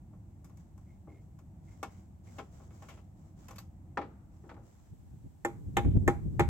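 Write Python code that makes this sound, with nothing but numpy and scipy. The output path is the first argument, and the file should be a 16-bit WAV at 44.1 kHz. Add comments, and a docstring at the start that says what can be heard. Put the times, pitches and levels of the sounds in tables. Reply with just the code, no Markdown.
"""Prying a pallet and hammering out a nail

Outdoors, a steel crowbar bites, scrapes and knocks as it levers a board off an old pallet; the board drops on the slats.
Then, close by, a hammer drives a nail back out of the board in four blows while gusts buffet the microphone.
Impacts are bursts of dense noise modes plus decaying sines; friction, the nail's ping and buzz, and wind are shaped noise.
A low outdoor rumble and a faint hiss lie under everything.
"""
import sys
import numpy as np
from scipy import signal
from scipy.fft import rfft, irfft, next_fast_len
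from scipy.io import wavfile
from scipy.ndimage import map_coordinates

SR = 44100
rng = np.random.default_rng(int(sys.argv[2]) if len(sys.argv) > 2 else 0)


def store_pcm(level_fs):
    """Save levels as 16-bit WAV."""
    pcm = np.round(np.clip(level_fs, -1, 1) * 32767).astype(np.int16)
    wavfile.write(sys.argv[1], SR, np.atleast_2d(pcm).T)


N = 286205
TIME = np.arange(N) / SR

# Clear modes of the board. Each row: frequency in Hz, level in dB against the contact's drive, T60 in seconds.
BOARD_MODES = [(343.4, -2.5, 0.17), (356, 1, 0.1), (444, -19.5, 0.3), (535, -16.5, 0.063),
               (581.6, -13, 0.15), (697, -29.5, 0.32), (808, 1, 0.17), (911, -9.5, 0.15), (1087, -16, 0.14),
               (1210, -16.5, 0.039), (1292, -13.5, 0.13), (1425, -18.5, 0.15), (1791, 7, 0.047),
               (2090, -3.5, 0.069), (2223, -3, 0.061), (3150, -15.5, 0.097), (3370, -16, 0.12),
               (6200, 0.5, 0.025), (7420, -0.5, 0.037), (7100, -4, 0.046)]
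# Damping of the dense timber modes. Each row: frequency in Hz, usual T60 in seconds.
WOOD_DECAY = [(250, 0.33), (700, 0.19), (1500, 0.11), (4000, 0.19), (7000, 0.12), (14000, 0.1)]
# Borders in Hz between the five zones of a contact: thud, knock, crack, snap and tick.
ZONE_EDGES_HZ = [700, 1600, 4500, 9000]


def from_db(db):
    """The decibel is logarithmic: 20 dB is a factor of ten in amplitude."""
    return 10 ** (np.asarray(db) / 20)


def rms_one(x):
    """Normalise to unit mean power."""
    return x / np.sqrt(np.mean(x ** 2) + 1e-20)


def at_hz(points, hz):
    """Interpolate a table along log frequency, the scale of pitch."""
    known, values = np.transpose(points)
    return np.interp(np.log(np.maximum(hz, 1)), np.log(known), values)


def noise(colour, likeness=((100, 0), (1000, 0))):
    """Coloured stereo noise: mixing independent mid and side parts sets the channels' correlation; rms 1."""
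    size = next_fast_len(N)
    hz = np.fft.rfftfreq(size, 1 / SR)
    mid, side = rfft(rng.standard_normal((2, size))) * from_db(at_hz(colour, hz))
    alike = np.clip(at_hz(likeness, hz), -1, 1)
    spectrum = np.sqrt(1 + alike) * mid + np.sqrt(1 - alike) * side * [[1], [-1]]
    return rms_one(irfft(spectrum, size)[:, :N])


def flicker(rate, depth_db):
    """Random amplitude modulation: a gain drawn `rate` times a second and joined by lines in dB; rms 1."""
    points = np.arange(0, TIME[-1] + 1, 1 / rate)
    return rms_one(from_db(depth_db * np.interp(TIME, points, rng.standard_normal(len(points)))))


def band(x, low_hz, high_hz):
    """A causal band-pass resonates within its band; rms 1."""
    sos = signal.butter(2, [low_hz, high_hz], "band", fs=SR, output="sos")
    return rms_one(signal.sosfilt(sos, x))


def jittering(modes):
    """Resonances excited by countless tiny slips, independent in each channel; rms 1."""
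    slips = rng.standard_normal((2, N))
    return rms_one(sum(from_db(db) * band(slips, hz - width / 2, hz + width / 2) for hz, db, width in modes))


def from_side(x, lag_ms):
    """Interaural delay: the left channel lags (positive) or leads (negative) for a source off centre."""
    left = map_coordinates(x[0], [np.arange(N) - lag_ms * SR / 1000], order=3)
    return np.array([left, x[1]])


def by_place(levels_db):
    """Ambient level depends on place: the gain moves from its pallet value to its hammering value."""
    move_s, fade_s = 4.63, 0.082
    return from_db(np.interp(TIME, [move_s, move_s + fade_s], levels_db))


def breeze_strength():
    """Wind noise follows air speed, here a gain joined by straight lines in dB."""
    # Strength of the breeze on the microphone. Each row: time in seconds, relative level in dB.
    breeze_levels = [(4.7, -64), (5.12, -54.5), (5.4, -59), (5.55, -47), (5.72, -44.5), (5.9, -29.5),
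                     (6.25, -41.5), (6.49, -32)]
    s, db = np.transpose(breeze_levels)
    return from_db(np.interp(TIME, s, db))


def outdoors():
    """Diffuse ambience: far rumble, its long waves alike in both channels, and hiss growing with the breeze."""
    # Spectrum of the rumble. Each row: frequency in Hz, relative level in dB per hertz.
    rumble_colour = [(12, -32.5), (20, -37.5), (43, -5), (92, 2.5), (121, -4), (192, -4.5), (258, -16),
                     (318, -12.5), (418, -31), (750, -26), (1070, -36.5), (1670, -47.5), (2150, -46),
                     (3000, -58.5), (3900, -87.5), (6600, -120)]
    # Correlation of the rumble. Each row: frequency in Hz, left-right likeness from 0 to 1.
    rumble_likeness = [(60, 1), (130, 1), (290, 0.94), (640, 0.63), (1400, 0.029)]
    # Spectrum of the hiss. Each row: frequency in Hz, relative level in dB per hertz.
    hiss_colour = [(300, -1.5), (800, 15.5), (1200, 3.5), (1700, 1), (2400, -2.5), (4800, -7), (7500, 1),
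                   (8300, 1), (9200, -14), (11200, -5.5), (16000, -6.5)]
    # Background levels: at the pallet in dB, at the hammering in dB (for the hiss, in the weakest breeze).
    rumble_db = (-52, -62)
    hiss_db = (-76.5, -74)
    rumble = by_place(rumble_db) * flicker(rate=12, depth_db=1.1) * noise(rumble_colour, rumble_likeness)
    breeze = breeze_strength()
    hiss_growth = (breeze / breeze[0]) ** 0.17
    return rumble + by_place(hiss_db) * hiss_growth * noise(hiss_colour)


def buffet_strength():
    """Gusts are intermittent: each strong buffet is a smooth hump of gain."""
    # The strongest buffets. Each row: centre in seconds, relative level in dB.
    gusts = [(4.935, -49.5), (5.135, -48.5), (5.258, -42.5), (5.68, -44.5), (5.785, -33.5), (5.87, -18),
             (5.967, -19), (6.028, -40), (6.083, -23.5), (6.27, -32), (6.415, -29)]
    half_s = 0.039
    return sum(from_db(db) * np.cos(np.pi / 2 * np.clip((TIME - s) / half_s, -1, 1)) ** 4 for s, db in gusts)


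def wind(steady_db, buffet_db, flutter_db):
    """Turbulent pressure: eddies differ partly between channels, and the hardest buffets flutter higher up."""
    # Spectrum of the eddies. Each row: frequency in Hz, relative level in dB per hertz.
    eddy_colour = [(12, -39.5), (22, -15.5), (45, -1), (85, 6), (165, -0.5), (250, -9), (330, -12),
                   (420, -20), (900, -46.5), (1500, -87.5)]
    eddies = noise(eddy_colour, likeness=[(50, 0.25), (150, 0.31), (400, 0)])
    buffets = buffet_strength()
    strength = from_db(steady_db) * breeze_strength() + from_db(buffet_db) * buffets
    lumps = flicker(rate=150, depth_db=4)
    # squaring favours the hardest buffets
    flutter = band(rng.standard_normal((2, N)), 270, 530) * lumps * buffets ** 2 / buffets.max()
    return eddies * strength + from_db(flutter_db) * flutter


def dense_modes():
    """High modal density: quarter-octave noise bands stand for the timber's countless modes."""
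    edges = np.geomspace(170, 16500, 27)
    white = rng.standard_normal((2, 3, N + SR // 2))   # direct, left and right; neighbours use different noise
    bands = np.array([band(white[k % 2], *edges[k:k + 2]) for k in range(len(edges) - 1)])
    return np.sqrt(edges[1:] * edges[:-1]), bands


def contacts(rows, shares, crack_db, free_db):
    """Contact stiffness tilts the spectrum: hard contacts are brighter.

    Each doubling of crunch time adds crack_db to the crack; each doubling of ring length adds free_db to the modes.
    """
    pivot_hz, usual_crunch_s = 1000, 0.002
    edges = np.array([170, *ZONE_EDGES_HZ, 16500])
    octaves = np.log2(np.sqrt(edges[1:] * edges[:-1]) / pivot_hz)
    is_crack = np.array([0, 0, 1, 0, 0])
    out = []
    for s, db, hardness, crunch, length in rows:
        extra_crack = is_crack * crack_db * np.log2(crunch / usual_crunch_s)
        contact_db = shares + hardness * octaves + extra_crack
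        out.append((s, db, contact_db, free_db * np.log2(length), crunch, length))
    return out


def blows(rows, timber, colour, decay, modes, dense_db, ring_db, grit_db, scatter, echo_db, echo_t60):
    """Impact excitation: a gritty, fast-dying burst of dense modes, clear modes, and faint scatter from the yard."""
    bite_hz, bite_s = 2500, 0.0045
    hz, bands = timber
    t = np.arange(SR * 2 // 5) / SR
    out = np.zeros((2, N + len(t)))
    shape = from_db(at_hz(colour, hz)) * np.sqrt(hz)   # level per hertz to level per band
    zone = np.digitize(hz, ZONE_EDGES_HZ)
    zone_db = 10 * np.log10(np.bincount(zone, shape ** 2))
    zone_hz = np.exp(np.bincount(zone, np.log(hz)) / np.bincount(zone))
    # treble arrives more diffusely
    spread = np.clip(scatter * (hz / 1000) ** .5, 0, .9)[:, None, None]
    echo = from_db(echo_db - 60 * t / echo_t60) * (1 - np.exp(-t / 0.012))
    # fibres give way in tiny jerks
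    grit = np.pad(flicker(rate=1500, depth_db=grit_db), (0, len(t)), mode="edge")
    # extra treble at the start of each contact
    bite = 1 + np.minimum(hz[:, None] / bite_hz, 3) * np.exp(-t / bite_s)
    mode_hz, mode_db, mode_t60 = np.transpose(modes)[:, :, None]
    for s, level_db, contact_db, free_db, rise, length in rows:
        start = round(s * SR)
        span = slice(start, start + len(t))
        grain = bands[:, :, span]
        attack = 1 - np.exp(-t / max(rise, 1e-4))
        # the contact sets the share of thud, knock, crack, snap and tick
        gain = shape * from_db(dense_db + at_hz(np.c_[zone_hz, contact_db - zone_db], hz))
        decaying = from_db(-60 * t / (length * at_hz(decay, hz)[:, None]))
        dying = attack * bite * grit[span] * decaying
        burst = (np.sqrt(1 - spread ** 2) * grain[:, :1] + spread * grain[:, 1:]) * dying[:, None]
        # each band gets the energy of 20 ms at rms 1
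        strength = np.sqrt(np.sum(burst ** 2, axis=(1, 2)) / (2 * .02 * SR))
        dense = np.tensordot(gain / strength, burst, 1)
        reflections = echo * np.tensordot(gain, grain[:, 1:], 1)
        # the same contact drives the clear modes, each a little differently every time
        drive_db = at_hz(np.c_[zone_hz, contact_db], mode_hz) + 2 * rng.standard_normal(mode_hz.shape)
        sines = np.sin(2 * np.pi * (mode_hz * t + rng.random(mode_hz.shape)))
        ring = (from_db(mode_db + drive_db - 60 * t / mode_t60) * sines).sum(axis=0)
        ring = from_db(ring_db + free_db) * attack * ring
        out[:, span] += from_db(level_db) * (dense + reflections + ring)
    return out[:, :N]


def prying(timber):
    """Steel-on-wood impact: the crowbar bites and knocks, exciting the modes of the pallet."""
    # Crowbar contacts. Each row: start in seconds, relative level in dB, hardness in dB per octave,
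    # crunch (rise) time in seconds, ring length as a factor.
    pry_contacts = [(0.133, -66.5, -6, 0.0011, 0.94), (0.444, -62.5, 4.5, 0.00061, 1.6),
                    (0.496, -65, -0.5, 0.00069, 0.99), (0.571, -74, 6.5, .0012, 0.54),
                    (0.778, -67, 3, 0.00046, 0.78), (1.072, -58, -12.5, 0.0025, 2.2),
                    (1.388, -64.5, 2.5, 0.0011, .9), (1.829, -35, 0, 0.0014, 0.59),
                    (2.383, -42, -2, 0.006, 0.63), (2.394, -49.5, -6, 0.0017, 0.52),
                    (2.599, -58, -7, .0013, 2.3), (2.705, -63, 0, .002, 0.74),
                    (2.821, -51, -0.5, 0.0019, 1.7), (2.885, -51, 1.5, 0.0063, 1.27),
                    (2.972, -60.5, -2.5, 0.0054, 0.85), (3.483, -51.5, 2.5, 0.0017, 0.75),
                    (3.508, -50.5, 1.5, 0.00069, 1.3), (3.558, -64.5, 6, 0.0027, .8),
                    (3.583, -53, 4, .0014, 1.06)]
    # Shares at hardness 0 and usual crunch: thud, knock, crack, snap and tick, all in dB.
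    pry_shares = (-4.5, -1.5, -5, -12.5, -18)
    # Colour of the contacts. Each row: frequency in Hz, relative level in dB per hertz.
    pallet_colour = [(120, -35), (220, -4), (590, -3), (720, -5), (900, -5), (1150, -4), (1600, -16.5),
                     (2250, -22.5), (3000, -27), (3900, -35.5), (5200, -28.5), (6300, -25.5), (7900, -29.5),
                     (9200, -58), (11500, -23), (16000, -47)]
    # Clear modes of the pallet. Each row: frequency in Hz, level in dB against the drive, T60 in seconds.
    pallet_modes = [(306.6, -5.5, .15), (520, -4.5, 0.097), (620, 1, 0.055), (797.4, 0, 0.13),
                    (1057, 0, 0.11), (1145, 2, 0.071), (1313, -8, 0.15), (1414, -2.5, 0.071),
                    (1760, -8.5, 0.11), (2216, -3, 0.08), (2597, -7.5, 0.07), (3080, -10.5, 0.059),
                    (3600, -13, 0.1), (5010, -11, 0.058), (6080, -7, 0.087), (7130, 0, 0.08),
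                    (7900, -2.5, 0.096)]
    rows = contacts(pry_contacts, pry_shares, crack_db=4.0, free_db=-0.5)
    return blows(rows, timber, pallet_colour, WOOD_DECAY, pallet_modes, dense_db=-6.0, ring_db=-1,
                 grit_db=2.0, scatter=0.54, echo_db=-14.5, echo_t60=0.35)


def rubbing(grate_db, rasp_db, rough_db):
    """Sliding friction: steel and glove drag unevenly over wood fibres; strokes build up, hold and die away."""
    # Strokes of bar and glove. Each row: start in seconds, length in seconds, level in dB (-70.5 is firm).
    strokes = [(0.548, .07, -76.5), (0.763, 0.17, -84.5), (1.07, 0.16, -84.5), (1.616, 0.24, -76.5),
               (1.88, 0.11, -75), (2.229, 0.18, -69), (2.498, 0.15, -72.5), (2.712, 0.24, -71.5),
               (3.15, .12, -79.5), (3.359, 0.14, -73), (4.3, 0.24, -81), (4.619, 0.23, -76)]
    # Spectra of the low grating and the high rasp. Each row: frequency in Hz, relative level in dB per hertz.
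    grate_colour = [(400, 4.5), (800, 3), (1400, -5), (2300, -10), (3500, -33), (6000, -30)]
    rasp_colour = [(1760, -22.5), (3000, -5.5), (4350, -8.5), (5000, -5), (7620, 2), (9330, -19),
                   (11000, -12), (15100, -18), (16000, -5.5)]
    firm_db, attack_s, t60_s = -70.5, 0.041, 0.45
    pressure = np.zeros(N)
    for s, length, db in strokes:
        held = from_db(db - firm_db - 60 * np.maximum(TIME - s - length, 0) / t60_s)
        pressure += held * np.clip((TIME - s) / attack_s, 0, 1)
    scrape = from_db(grate_db) * noise(grate_colour) + from_db(rasp_db) * noise(rasp_colour)
    uneven = flicker(rate=30, depth_db=1.5)
    return scrape * pressure * uneven * flicker(rate=400, depth_db=rough_db)


def squeaks(slips_per_s, level_db):
    """Stick-slip friction: steel catches on a nail, and each random slip rings one mode of the bar."""
    # Squeaks of the bar. Each row: start in seconds, length in seconds, relative level in dB.
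    squeak_times = [(0.864, 0.092, -75.5), (1.079, 0.12, -71.5), (1.67, 0.064, -70.5), (1.867, 0.13, -76),
                    (2.268, 0.025, -61)]
    mode_hz, width_hz, attack_s, fade_s = 2138, 80, 0.009, 0.076
    slips = (rng.random(N) < slips_per_s / SR) * rng.uniform(0.18, 1, (2, N))
    r = np.exp(-np.pi * width_hz / SR)   # pole radius of the resonator
    poles = [1, -2 * r * np.cos(2 * np.pi * mode_hz / SR), r * r]
    tone = signal.lfilter([1, 0, -1], poles, slips + 1e-18)
    pressure = np.zeros(N)
    for s, length, db in squeak_times:
        fade = np.clip((s + length - TIME) / fade_s + .5, 0, 1)
        pressure += from_db(db) * np.clip((TIME - s) / attack_s, 0, 1) * fade
    return from_db(level_db) * pressure * rms_one(tone)


def nail_ping():
    """Free decay: the last nail scrapes and springs out of its hole, and its modes ring briefly."""
    # Modes of the freed nail. 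Each row: frequency in Hz, relative level in dB, width in Hz.
    ping_modes = [(2620, -5, 41), (3900, -2, 80), (4460, 3, 110), (4820, 2, 130), (14000, 4, 300)]
    start_s, level_db, t60_s = 3.583, -48, 0.079
    age = np.maximum(TIME - start_s, 0)
    return from_db(level_db - 60 * age / t60_s) * (age > 0) * jittering(ping_modes)


def board_drop(timber):
    """Repeated impact: the loose board lands on the slats and settles, exciting its own modes."""
    # Landings. Each row: start in seconds, relative level in dB, hardness in dB per octave,
    # crunch (rise) time in seconds, ring length as a factor.
    landings = [(3.972, -27.5, 0, 0.0019, 0.72), (4.013, -44.5, 1, 0.0034, 0.97),
                (4.438, -58, -9, 0.0019, 2.5), (4.492, -51, 3.5, 0.0038, 0.74),
                (4.512, -56.5, -2, 0.0028, 0.37), (4.541, -65.5, 5, 0.0022, .5),
                (4.565, -56, -3, .001, 1.8)]
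    # Shares at hardness 0 and usual crunch: thud, knock, crack, snap and tick, all in dB.
    drop_shares = (-5.5, 1, -16.5, -28.5, -55)
    # Colour of the landings. Each row: frequency in Hz, relative level in dB per hertz.
    landing_colour = [(94, -46), (160, -10.5), (308, 6), (692, -11), (807, -11.5), (960, -12.5),
                      (1100, -22), (1410, -9.5), (1520, -20), (1810, -22), (1960, -19.5), (7840, -60),
                      (16000, -75)]
    rows = contacts(landings, drop_shares, crack_db=5.5, free_db=-0.5)
    return blows(rows, timber, landing_colour, WOOD_DECAY, BOARD_MODES, dense_db=-3.0, ring_db=-3.2,
                 grit_db=1.0, scatter=0.48, echo_db=-27, echo_t60=0.86)


def hammering(timber):
    """Driven impact: four hammer blows and one light knock reach the board's modes through the nail."""
    # Hammer contacts. Each row: start in seconds, relative level in dB, hardness in dB per octave,
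    # crunch (rise) time in seconds, ring length as a factor.
    hammer_contacts = [(5.448, -26, 0.31, .0013, 1), (5.768, -23, 0.71, 0.0018, 1),
                       (5.848, -47.5, -2.4, 0.0016, 0.29), (6.077, -20, -0.56, 0.0015, 1),
                       (6.394, -21.5, -0.59, 0.0033, 0.98)]
    # Shares at hardness 0 and usual crunch: thud, knock, crack, snap and tick, all in dB.
    hammer_shares = (2, -0.5, -4, -12.5, -21)
    # Colour of the blows. Each row: frequency in Hz, relative level in dB per hertz.
    nail_colour = [(120, -15.5), (200, -4.5), (366, 2), (671, -5.5), (1100, -7.5), (1530, -11.5),
                   (2200, -13), (2700, -36.5), (3500, -31.5), (5200, -46), (7300, -33), (9400, -40.5),
                   (12400, -24), (16000, -53.5)]
    # Damping of the dense modes. Each row: frequency in Hz, usual T60 in seconds.
    nail_decay = [(250, 0.13), (700, 0.054), (1500, .07), (2300, 0.075), (5000, 0.11), (14000, 0.03)]
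    rows = contacts(hammer_contacts, hammer_shares, crack_db=8.0, free_db=5)
    return blows(rows, timber, nail_colour, nail_decay, BOARD_MODES, dense_db=-9, ring_db=-3,
                 grit_db=3, scatter=0.26, echo_db=-12.5, echo_t60=0.32)


def nail_buzz():
    """Loose-contact rattle: after the second blow the nail buzzes loudly, then weakly until it sticks again."""
    # Modes of the nail rattling in the board. Each row: frequency in Hz, relative level in dB, width in Hz.
    buzz_modes = [(2240, -1.5, 90), (2540, -1, 120), (2910, -3, 200), (3130, -3, 85), (3520, -3, 120),
                  (3840, -8.5, 150)]
    start_s, length_s, stop_s = 5.768, 0.21, 0.04
    burst_db, burst_t60_s = -34, 0.086
    rattle_db, rattle_t60_s = -57.5, 0.65
    age = np.maximum(TIME - start_s, 0)
    level = from_db(burst_db - 60 * age / burst_t60_s) + from_db(rattle_db - 60 * age / rattle_t60_s)
    loose = (age > 0) * np.clip(1 - (age - length_s) / stop_s, 0, 1)
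    return level * loose * jittering(buzz_modes) * flicker(rate=270, depth_db=3.0)


def scene():
    """Superposition: prying and the falling board a little to the left, hammering to the right."""
    air = outdoors() + wind(steady_db=1.5, buffet_db=-1.5, flutter_db=-24.0)
    timber = dense_modes()
    pallet = prying(timber) + nail_ping() + board_drop(timber)
    pallet = from_side(pallet, lag_ms=-0.038) * from_db([[1.0], [-1.0]])
    friction = rubbing(grate_db=-64.5, rasp_db=-69.0, rough_db=2.0) + squeaks(slips_per_s=450, level_db=-2.5)
    hammer = from_side(hammering(timber), lag_ms=0.13)
    return air + pallet + friction + hammer + nail_buzz()


def record(dry):
    """Band limiting: a steep elliptic low-pass removes everything above 16.1 kHz."""
    return signal.sosfilt(signal.ellip(10, .1, 80, 16100, fs=SR, output="sos"), dry)


dry = scene()
out = record(dry)
store_pcm(out)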